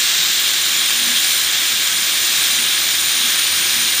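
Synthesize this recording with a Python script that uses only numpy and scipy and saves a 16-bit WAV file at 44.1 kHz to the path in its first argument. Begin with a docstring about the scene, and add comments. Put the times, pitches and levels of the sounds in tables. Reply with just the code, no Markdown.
"""An air jet hisses from a nozzle, blowing the chips away as a milling machine cuts a plastic block.
The jet rings in a few high, breathy resonances; the cutter rasps once per spindle turn.
Chips tick against the sheet-metal enclosure, whose close walls colour jet, cutter and chips.
Underneath, the machine rumbles and hums, and its frame booms now and then under the feed."""
import sys
import numpy as np
from scipy import signal
from scipy.fft import rfft, irfft
from scipy.io import wavfile

SR = 44100
rng = np.random.default_rng(int(sys.argv[2]) if len(sys.argv) > 2 else 0)


def wav_out(sig):
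    """Save sig, one row per channel (or a flat mono array), as 16-bit PCM at SR to the path in sys.argv[1]."""
    wavfile.write(sys.argv[1], SR, np.round(np.clip(np.atleast_2d(sig).T, -1, 1) * 32767).astype(np.int16))


N = 176400
T = np.arange(N) / SR
HZ = np.maximum(np.fft.rfftfreq(N, 1 / SR), 1)


def from_db(db):
    """Decibels to gain."""
    return 10 ** (np.asarray(db) / 20)


def rms_one(x):
    """Scale to unit rms."""
    return x / np.sqrt(np.mean(x ** 2) + 1e-20)


def in_time(rows, t=T):
    """Join breakpoints by straight lines; one curve per column after the time."""
    times, *columns = np.transpose(rows)
    return [np.interp(t, times, column) for column in columns]


def colour(points):
    """EQ curve through (frequency [Hz], gain [dB]) points."""
    hz, db = np.transpose(points)
    return from_db(np.interp(np.log(HZ), np.log(hz), db))


def resonances(modes):
    """EQ curve of a set of steep-sided resonances."""
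    peaks = (from_db(db) / (1 + (2 * (HZ - hz) / width) ** 2 / 2) for hz, width, db in modes)
    return np.sqrt(sum(peak ** 2 for peak in peaks))


def shaped(x, gain):
    """Filter by a gain per frequency."""
    return irfft(rfft(x) * gain, N)


def swept(x, path, width_hz, size=1024):
    """Sweep a bell-shaped peak or dip through the sound."""
    hz, t, frames = signal.stft(x, SR, nperseg=size)
    centre_hz, gain_db = in_time(path, t)
    bell = np.exp(-(2 * (hz[:, None] - centre_hz) / width_hz) ** 2)
    return signal.istft(frames * from_db(gain_db * bell), SR, nperseg=size)[1][:N]


def drift(rate_hz):
    """Random modulation, mostly slower than the given rate; rms 1."""
    return rms_one(shaped(rng.standard_normal(N), (HZ > 1) / (1 + (HZ / rate_hz) ** 2)))


def noise(gain, flicker_db=0, rate_hz=10, bands=12):
    """Coloured noise whose bands can flicker independently; rms 1."""
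    spectrum = rfft(rng.standard_normal(N)) * gain
    if not flicker_db:
        return rms_one(irfft(spectrum, N))
    band = (bands * np.sqrt(HZ / HZ[-1])).astype(int)
    layers = (irfft(spectrum * (band == k), N) for k in range(bands))
    return rms_one(sum(layer * from_db(flicker_db * drift(rate_hz)) for layer in layers))


def tone(hz, waver_db, wander_rad):
    """A sine that wavers in level and wanders in phase; rms 1."""
    phase = 2 * np.pi * hz * T + wander_rad * drift(2.8)
    return rms_one(np.sin(phase) * from_db(waver_db * drift(16)))


def enclosure(x):
    """Close sheet-metal walls add short reflections and a hollow colour."""
    # resonances and dips of the enclosure: (frequency [Hz], width [Hz], gain [dB])
    modes = [(941, 90, -10), (1655, 170, 2), (2634, 110, -4.5), (2740, 120, 2.5), (2220, 140, 0.3),
             (2936, 74, -7.5), (3170, 110, 0.5), (5640, 110, -2), (5900, 200, -0.5), (6920, 125, -9),
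             (7830, 140, 4), (8740, 130, 3.5), (12500, 500, -3)]
    # wall reflections: (delay [s], gain re direct sound [dB])
    walls = [(.0043, -33), (.0071, -19.5), (0.0119, -31)]
    ring_db = sum(db * np.exp(-(2 * (HZ - hz) / width) ** 2) for hz, width, db in modes)
    echoes = 1 + sum(from_db(db) * np.exp(-2j * np.pi * HZ * delay) for delay, db in walls)
    return shaped(x, from_db(ring_db) * echoes / np.sqrt(np.mean(abs(echoes) ** 2)))


def machine_drone():
    """A bed of rumble and hum that grows as the cut goes on, most of all in the deep bass."""
    # machine rumble: (frequency [Hz], relative level [dB])
    rumble_colour = [(20, -44), (33, -23), (50, -7), (66, -11), (105, -8), (145, -0.5), (260, -2), (340, 3),
                     (430, -4.5), (540, -0.5), (820, -3.5), (1300, 3.5), (3000, -42)]
    # hum of spindle and drives: (frequency [Hz], mid-scene level [dB], waver [dB])
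    hum_tones = [(83.4, -55, 3.5), (169.4, -54, 5.5), (207.4, -56, 4), (239.6, -58, 5), (329.5, -53, 0.5),
                 (384.4, -54, 2.5)]
    rise_db_per_s, deep_rise_db_per_s, crossover_hz = 0.45, 2, 110
    rumble = from_db(-38.5) * noise(colour(rumble_colour))
    hum = sum(from_db(db) * tone(hz, waver_db, wander_rad=0.37) for hz, db, waver_db in hum_tones)
    deep = shaped(rumble + hum, 1 / (1 + (HZ / crossover_hz) ** 8))
    upper = rumble + hum - deep
    from_mid_s = T - T.mean()
    return deep * from_db(deep_rise_db_per_s * from_mid_s) + upper * from_db(rise_db_per_s * from_mid_s)


def frame_booms():
    """The frame booms under the feed: a low tone swells briefly and the panels shudder along."""
    # swells of the frame: (peak time [s], level [dB], half-length [s])
    booms = [(1.068, -36, 0.072), (1.727, -48, 0.039), (2.585, -40.5, 0.075), (3.255, -41.5, 0.055),
             (3.808, -41, 0.046)]
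    # panel resonances: (frequency [Hz], width [Hz], relative level [dB])
    panel_modes = [(200, 90, 2), (290, 100, -3)]
    swell = sum(from_db(db) / (1 + ((T - peak) / half) ** 2 / 2) ** 2 for peak, db, half in booms)
    boom = tone(hz=239.8, waver_db=1.3, wander_rad=0.19)
    shudder = from_db(-8.5) * noise(resonances(panel_modes))
    return swell * (boom + shudder)


def chips():
    """Light chips patter on the enclosure and a few larger ones stand out; each is a short, thin tick."""
    # tone of a chip strike: (frequency [Hz], relative level [dB])
    tick_colour = [(100, -45), (700, -18), (1700, -4), (3800, -0.5), (7000, -5.5), (12000, -30)]
    # larger chips flung against the wall: (time [s], level [dB])
    big_chips = [(0.257, -12), (.663, -10), (1.422, -19)]
    chips_per_s, patter_db, spread_db, decay_s = 90, -31.5, 4, 0.00097

    def decays(hits):
        """Every hit starts a fast-decaying envelope."""
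        return signal.lfilter([1], [1, -np.exp(-1 / (decay_s * SR))], hits + 1e-18)

    sizes = from_db(spread_db * np.minimum(rng.exponential(1, N), 3))
    light_hits = sizes * (rng.random(N) < chips_per_s / SR)
    big_hits = np.zeros(N)
    for time, db in big_chips:
        big_hits[int(time * SR)] = from_db(db)
    envelope = from_db(patter_db) * rms_one(decays(light_hits)) + decays(big_hits)
    return shaped(envelope * rng.standard_normal(N), rms_one(colour(tick_colour)))


def cutter():
    """The edge bites once per turn, so the rasp pulses at the spindle rate, never quite evenly."""
    # load on the cutter: (time [s], relative level [dB])
    load = [(0, -25), (.25, -24.5), (.48, -20), (.55, -23.5), (.82, -19.5), (.95, -20.5), (1.11, -19),
            (1.7, -22), (2.26, -22.5), (2.4, -21.5), (2.67, -20), (2.8, -21), (3.32, -20.5), (3.5, -22.2),
            (4, -19.5)]
    # rasp of the edge in plastic: (frequency [Hz], relative level [dB])
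    rasp_colour = [(30, -59), (600, -32.5), (1100, -18), (1650, -10), (1950, -13), (2270, -3), (2600, -7.5),
                   (2950, -5.5), (3150, 0.5), (3700, 0.5), (4120, -0.5), (4450, -16), (7000, -23)]
    spindle_hz, pulse_db, uneven_db, trim_db = 83.35, 2, 0.23, -1.0
    bite_db = pulse_db * np.cos(2 * np.pi * spindle_hz * T) + uneven_db * drift(37)
    rasp = rms_one(noise(colour(rasp_colour)) * from_db(bite_db))
    return rasp * from_db(in_time(load)[0] + trim_db)


def airflow(levels, trim_db, flutter_db, rate_hz):
    """Gain envelope of an air layer: a level curve that flutters with the flow."""
    return from_db(in_time(levels)[0] + trim_db + flutter_db * drift(rate_hz))


def air_jet():
    """Turbulent hiss, a breathy whistle on the edge of the block and a sizzle at the nozzle."""
    # strength of each layer: (time [s], relative level [dB])
    hiss_levels = [(0, -21.5), (.45, -23.5), (.6, -24), (1.2, -23.5), (1.9, -24), (2.65, -22.5),
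                   (2.85, -24.5), (3.45, -22.5), (4, -23.7)]
    whistle_levels = [(0.0, -29), (0.28, -32.5), (0.42, -26.5), (.52, -28.5), (1.12, -25), (1.36, -24),
                      (1.52, -28.5), (2.48, -25.2), (2.85, -26), (3.37, -24.5), (3.75, -25.5),
                      (3.91, -24.5), (4.0, -22.5)]
    sizzle_levels = [(0.0, -27.5), (0.4, -25.7), (0.64, -28), (1.22, -25.6), (1.46, -27), (2.55, -26),
                     (2.8, -26), (4.0, -26)]
    # broad hiss: (frequency [Hz], relative level [dB])
    hiss_colour = [(30, -38), (400, -24.5), (950, -8.5), (1300, -7), (1650, 1), (2300, 0.5), (2750, 2.5),
                   (3700, 5), (4600, 2), (6100, 2.5), (6850, 0), (7800, -2.5), (8250, -5.5), (8750, -1),
                   (9500, -32), (11000, -19.5), (12500, -23), (13200, -20), (15000, -8.5)]
    # edge and nozzle resonances: (frequency [Hz], width [Hz], relative level [dB])
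    whistle_modes = [(9142, 200, 7), (9450, 230, 3.5)]
    sizzle_modes = [(7100, 390, 2), (13680, 370, -2.5), (14330, 300, -1.2), (14900, 450, -6)]
    # the jet's main resonance, sinking and fading: (time [s], centre [Hz], gain [dB])
    ring_path = [(0, 3850, 3.5), (.45, 3800, 3.5), (.85, 3520, 2.2), (1.2, 3600, 1), (2.6, 3540, 1),
                 (3.2, 3500, .3), (3.42, 3500, 1.6), (3.7, 3520, -2)]
    # two drifting peaks that turn into hollows, one list each: (time [s], centre [Hz], gain [dB])
    hollow_paths = [
        [(0, 8150, 3), (.75, 8300, -8), (1.3, 8270, -6), (1.7, 8500, -1)],
        [(0, 7550, 3), (2.0, 7550, 0), (3.0, 7400, -7), (3.5, 7440, -20)],
    ]
    hiss = noise(colour(hiss_colour), flicker_db=0.58, rate_hz=27)
    hiss *= airflow(hiss_levels, trim_db=4.5, flutter_db=0.32, rate_hz=2.5)
    whistle = noise(resonances(whistle_modes))
    whistle *= airflow(whistle_levels, trim_db=0.1, flutter_db=0.33, rate_hz=22)
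    sizzle = noise(resonances(sizzle_modes))
    sizzle *= airflow(sizzle_levels, trim_db=1.5, flutter_db=0.7, rate_hz=9.9)
    air = swept(hiss, ring_path, width_hz=1100) + whistle + sizzle
    for path in hollow_paths:
        air = swept(air, path, width_hz=340)
    return air


def scene():
    """Air, cutter and chips sound inside the enclosure, over the drone and booms of the machine."""
    milling = enclosure(air_jet() + cutter() + chips())
    return (milling + machine_drone() + frame_booms())[None]


def record(dry):
    """A deep, narrow gap in the treble near 10 kHz; the top end is cut steeply."""
    # treble gap: (frequency [Hz], gain [dB])
    treble_gap = [(9550, 0), (9800, -50), (10200, -50), (10450, -10), (11050, 0.5)]
    cutoff_hz = 15300
    low_pass = 1 / (1 + np.exp(np.minimum((HZ - cutoff_hz) / 16, 30)))
    return shaped(dry, colour(treble_gap) * low_pass)


dry = scene()
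out = record(dry)
wav_out(out)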